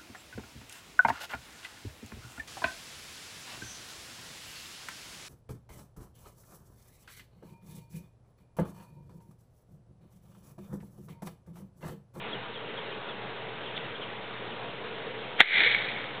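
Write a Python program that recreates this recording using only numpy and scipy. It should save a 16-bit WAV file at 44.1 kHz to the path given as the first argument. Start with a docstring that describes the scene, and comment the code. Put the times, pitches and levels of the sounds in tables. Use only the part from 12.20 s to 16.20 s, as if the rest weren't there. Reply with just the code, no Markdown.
"""A distant fan unit hums from filtered noise and unsteady sines, and far birds chirp in short falling sines.
Fingers rustle on a wrapper (noise) and the popper clicks in the hand (decaying sines).
Then a party popper goes off on a wooden deck near a small camera: sharp fronts and noise bursts.
The crack overloads it and its gain control ducks; as the gain returns, the echoes from trees
and houses swell up as a grainy hiss, and the popper's card plug lands with a thud."""
import sys
import numpy as np
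from scipy import signal
from scipy.fft import rfft, irfft, next_fast_len
from scipy.io import wavfile
from scipy.ndimage import uniform_filter1d, map_coordinates

SR = 44100
rng = np.random.default_rng(int(sys.argv[2]) if len(sys.argv) > 2 else 0)


def dump(signal):
    """Clip the signal to [-1, 1] and save it as 16-bit WAV at the path in sys.argv[1]."""
    limited = np.clip(np.atleast_2d(signal).T, -1, 1)
    pcm = np.round(limited * 32767).astype(np.int16)
    wavfile.write(sys.argv[1], SR, pcm)


def undo_db(level):
    """Turn decibels back into plain size, where 20 dB means ten times bigger."""
    steps = np.asarray(level, float) / 20
    return 10 ** steps


N = 176400
T = np.arange(N) / SR


def unit(x):
    """Scaled to rms 1."""
    return x / np.sqrt(np.mean(x ** 2) + 1e-20)


def along(points, hz):
    """Reads a curve of (Hz, value) points on a log frequency axis."""
    f, v = np.transpose(points)
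    return np.interp(np.log(hz + 1), np.log(f + 1), v)


def wobble(rate_hz):
    """A smooth random curve through rate_hz knots a second."""
    knots = rng.standard_normal(int(N * rate_hz / SR) + 4)
    return map_coordinates(knots, [T * rate_hz])


def filtered(x, response):
    """Multiplies the spectrum of x by a response of frequency, without phase shift."""
    size = next_fast_len(N + SR // 4)
    return irfft(rfft(x, size) * response(np.fft.rfftfreq(size, 1 / SR)), size)[:N]


def coloured(x, points):
    """Causal minimum-phase filter of the given spectrum and energy 1, so that sharp fronts stay sharp."""
    spectrum = undo_db(along(points, np.fft.rfftfreq(4096, 1 / SR))) + 1e-4
    cepstrum = irfft(np.log(spectrum))
    # folding the cepstrum forward in time makes the response minimum phase
    cepstrum[1:2048] *= 2
    cepstrum[2049:] = 0
    response = irfft(np.exp(rfft(cepstrum)))
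    return signal.fftconvolve(x, response / np.linalg.norm(response))[:N]


def bursts(rows):
    """Envelope of sudden bursts that decay exponentially: rows of (start s, level dB, decay s)."""
    return sum(undo_db(db) * (T >= s) * np.exp(-np.abs(T - s) / decay_s) for s, db, decay_s in rows)


def ring(start_s, level_db, hz, t60_s, attack_s):
    """A struck resonance: a sine with a soft attack that falls 60 dB in t60_s."""
    t = np.clip(T - start_s, 0, 1)
    envelope = undo_db(level_db - 60 * t / t60_s) * (1 - np.exp(-t / attack_s))
    return envelope * np.sin(2 * np.pi * hz * t)


def far_rush():
    """Steady distant rush: shaped noise, patchy in time and frequency, with a slowly wandering level."""
    # colour of the rush: frequency [Hz], relative level [dB per Hz]
    air_colour = [(12, -45.5), (20, -19.5), (27, -20.5), (86, -20), (103, -14), (123, -1), (144, -6.5),
                  (224, -4), (262, -14), (286, -4.5), (357, -7.5), (436, -0.5), (509, -3), (776, -6),
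                  (847, -7), (1540, -8), (1720, -9), (3350, -10.5), (4000, -15), (5200, -58), (8800, -120)]
    level_db = -39.5
    z = signal.stft(rng.standard_normal(N), nperseg=512)[2]
    patches = uniform_filter1d(uniform_filter1d(rng.standard_normal(z.shape), 5, 0), 10, 1)
    noise = signal.istft(z * undo_db(1.2 * unit(patches)), nperseg=512)[1][:N]
    rush = unit(filtered(noise, lambda hz: undo_db(along(air_colour, hz))))
    return rush * undo_db(level_db + 0.3 * wobble(3) + 0.5 * wobble(12))


def fan():
    """The fan unit: a fuzzy noise band and hum lines that waver in level and phase."""
    # hum lines: pitch_hz [Hz], level_db [dB, relative between lines]
    hum_lines = [(118.4, -57), (236.9, -59.5), (296.1, -61.5), (452.2, -57), (829.0, -56), (947.5, -54.5)]
    centre_hz, width_hz, drone_db = 459.5, 94, -51.5
    band = filtered(rng.standard_normal(N), lambda hz: np.exp(-((hz - centre_hz) / width_hz) ** 2))
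    drone = unit(band) * undo_db(drone_db + 2.94 * wobble(4))
    hum = np.zeros(N)
    for pitch_hz, level_db in hum_lines:
        level = undo_db(level_db + 1.5 + 1.6 * wobble(8.6))
        hum += level * np.sin(2 * np.pi * pitch_hz * T + 0.16 * wobble(6))
    return drone + hum


def birds():
    """Short hoarse falling whistles, each smeared by the foliage into a decaying noise tail."""
    # chirps: start_s [s], level_db [dB, relative between chirps], start pitch_hz [Hz]
    chirps = [(.01, -52.5, 3600), (.115, -47, 3696), (.335, -47.5, 3710), (0.559, -49, 3666),
              (.885, -50, 3700), (1.155, -52, 3686), (1.449, -51, 3600), (1.73, -50, 3760),
              (1.8, -47, 3636), (2.295, -53, 3584)]
    length_s, fall_hz_per_s, tail_decay_s = 0.04, 22000, 0.014
    out = np.zeros(N + SR)
    t = T[:int(length_s * SR)]
    for start_s, level_db, pitch_hz in chirps:
        sweep = np.sin(2 * np.pi * (pitch_hz * t - fall_hz_per_s * t ** 2 / 2))
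        tone = sweep * np.sin(np.pi * t / length_s)
        hoarse = 1 + 0.78 * unit(uniform_filter1d(rng.standard_normal(len(t)), 90))
        smear = 2.5 / 16 * rng.standard_normal(2048) * np.exp(-T[:2048] / tail_decay_s)
        smear[0] = 1  # the direct sound
        chirp = signal.fftconvolve(tone * hoarse, smear)
        out[int(start_s * SR):][:len(chirp)] += undo_db(level_db - 2) * chirp
    return out[:N]


def wrapper_rustle():
    """Fingers on the wrapper: a brief bell-shaped swell of band noise."""
    centre_s, length_s, level_db, centre_hz = 1.571, 0.017, -40, 3500
    noise = rng.standard_normal(N)
    paper = unit(filtered(noise, lambda hz: np.exp(-((hz - centre_hz) / 600) ** 2)))
    return undo_db(level_db) * np.exp(-((T - centre_s) / length_s) ** 2) * paper


def hand_click():
    """The popper clicks in the hand: three short resonances struck together."""
    return sum(ring(1.5765, -22.5, hz, t60_s=0.012, attack_s=0.0006) for hz in (2090, 2800, 3390))


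def popper():
    """Each arrival of the blast is a sharp front and a noise burst; a pre-echo hiss rises up to the first."""
    # direct blast and its bounces off deck, railing and wall:
    # start_s [s], level_db [dB before colouring], decay_s [s]
    arrivals = [(3.2031, -9, 0.00068), (3.2045, 1.5, 0.0017), (3.205, -1, 0.0011), (3.208, -5.5, 0.0012),
                (3.2118, -1, 0.0027), (3.22, -10, 0.0043), (3.23, -13.5, 0.0044)]
    # colour of the crack: frequency [Hz], relative level [dB per Hz]
    crack_colour = [(40, -40.5), (150, -24), (400, -20.5), (700, -11), (1100, -15), (1450, -5.5),
                    (2020, -1), (2280, 0), (2600, -9), (3100, -6.5), (3400, -5.5), (3750, -8.5),
                    (4000, -10.5), (5200, -45), (8800, -120)]
    pre_echo_end_s, pre_echo_db, pre_echo_rise_s = 3.2026, -19, 0.008
    front_db = 12.5  # front over its noise burst
    rise = np.exp(-np.abs(T - pre_echo_end_s) / pre_echo_rise_s)
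    pre_echo = undo_db(pre_echo_db) * (T < pre_echo_end_s) * rise
    drive = (bursts(arrivals) + pre_echo) * np.sign(rng.standard_normal(N))
    for start_s, level_db, _ in arrivals:
        drive[int(start_s * SR)] = undo_db(level_db + front_db)
    return coloured(drive, crack_colour)


def echoes():
    """Scattered blast: many small grains on a smooth noise wash, and a few strong slaps with sharp fronts."""
    # fading of the wash: time_s [s], level_db [dB before colouring]
    wash_fade = [(3.22, -16.5), (3.26, -23.5), (3.29, -19.5), (3.33, -18), (3.37, -21), (3.42, -20),
                 (3.48, -22), (3.55, -28), (3.62, -31), (3.7, -34.5), (3.8, -39.5), (4, -49.5)]
    # single strong echoes: start_s [s], level_db [dB, relative between slaps]
    slap_rows = [(3.3534, -16), (3.3877, -15.5), (3.4044, -8.5), (3.4354, -18.5), (3.4464, -13),
                 (3.46, -19.5), (3.5469, -9.5)]
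    # colour of the echoes: frequency [Hz], relative level [dB per Hz]
    far_colour = [(180, -55), (300, -25), (415, -18), (458, -18), (600, -21), (887, -16.5), (1050, -29.5),
                  (1150, -20.5), (1570, -8), (2250, 2.5), (2680, -14), (3330, -6.5), (4000, -10),
                  (5200, -46.5), (8800, -120)]
    grains_per_s, grain_decay_s, grain_spread_db, grain_share = 700, 0.002, 2, 0.42
    burst_db, front_db, slap_decay_s = -6, 9, 0.003  # burst and front against the slap's level_db
    level = undo_db(np.interp(T, *np.transpose(wash_fade), left=-120))
    hits = (rng.random(N) < grains_per_s / SR) * undo_db(grain_spread_db * rng.standard_normal(N))
    grains = signal.fftconvolve(hits, np.exp(-T[:2048] / grain_decay_s))[:N]
    wash = level * (1 - grain_share + grain_share * unit(grains))
    slaps = bursts([(s, db + burst_db, slap_decay_s) for s, db in slap_rows])
    drive = wash * rng.standard_normal(N) + slaps * np.sign(rng.standard_normal(N))
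    for start_s, level_db in slap_rows:
        drive[int(start_s * SR)] += undo_db(level_db + front_db)
    return coloured(drive, far_colour)


def plug_thud():
    """The card plug lands on the boards: one low, damped resonance."""
    return ring(3.461, -24, 480, t60_s=0.06, attack_s=0.0015)


def scene():
    """All layers summed: ambience, handling sounds and the blast."""
    ambience = far_rush() + fan() + birds()
    handling = wrapper_rustle() + hand_click()
    blast = popper() + echoes() + plug_thud()
    return (ambience + handling + blast)[None]


def gain_control(x):
    """A loud peak ducks the gain after a lag; it holds, then climbs back at a steady dB rate."""
    trigger_db, depth_db = -4, 13
    lag_s, hold_s, return_db_per_s = 0.0098, 0.062, 129.5
    # from 0 at the trigger to 1 at 2 dB above it
    over = np.clip((20 * np.log10(np.abs(x) + 1e-9) - trigger_db) / 2, 0, 1)
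    # each peak starts a falling line of duck depth; the highest line so far wins
    lines = np.where(over > 0, depth_db * over + return_db_per_s * (T + hold_s), 0)
    back_db = np.maximum.accumulate(lines) - return_db_per_s * T
    duck_db = uniform_filter1d(np.clip(back_db, 0, depth_db), int(lag_s * SR))
    return x * undo_db(-np.interp(T - lag_s, T, duck_db))


def band_limit(x):
    """A steep low-pass at the top of the band."""
    return signal.sosfilt(signal.butter(12, 15800, fs=SR, output="sos"), x)


def record(dry):
    """Gain control, overload, bass cut, a low sampling rate whose mirror image leaks past half, clipping."""
    # replay filter: frequency [Hz], gain [dB]
    replay_filter = [(3700, -0.5), (4000, -6.5), (4300, -18.5), (4600, -50), (4800, -120)]
    rate_hz, ceiling, clip, offset = 8000, 0.7, 0.72, -0.0028  # levels against full scale 1
    bass_hz, bass_loss = 60, 0.37  # share of the deepest bass lost in the input coupling
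    overloaded = ceiling * np.tanh(gain_control(dry[0]) / ceiling)
    x = filtered(overloaded, lambda hz: hz < rate_hz / 2)
    x = x - filtered(np.clip(x, -clip, clip), lambda hz: bass_loss * (hz < bass_hz))
    # the cosine adds the mirror images around the sampling rate
    mirrored = x * (1 + 2 * np.cos(2 * np.pi * rate_hz * T))
    replayed = filtered(mirrored, lambda hz: undo_db(along(replay_filter, hz)))
    mix = (np.clip(replayed, -clip, clip) + offset)[None]
    return band_limit(mix)


dry = scene()
out = record(dry)
dump(out)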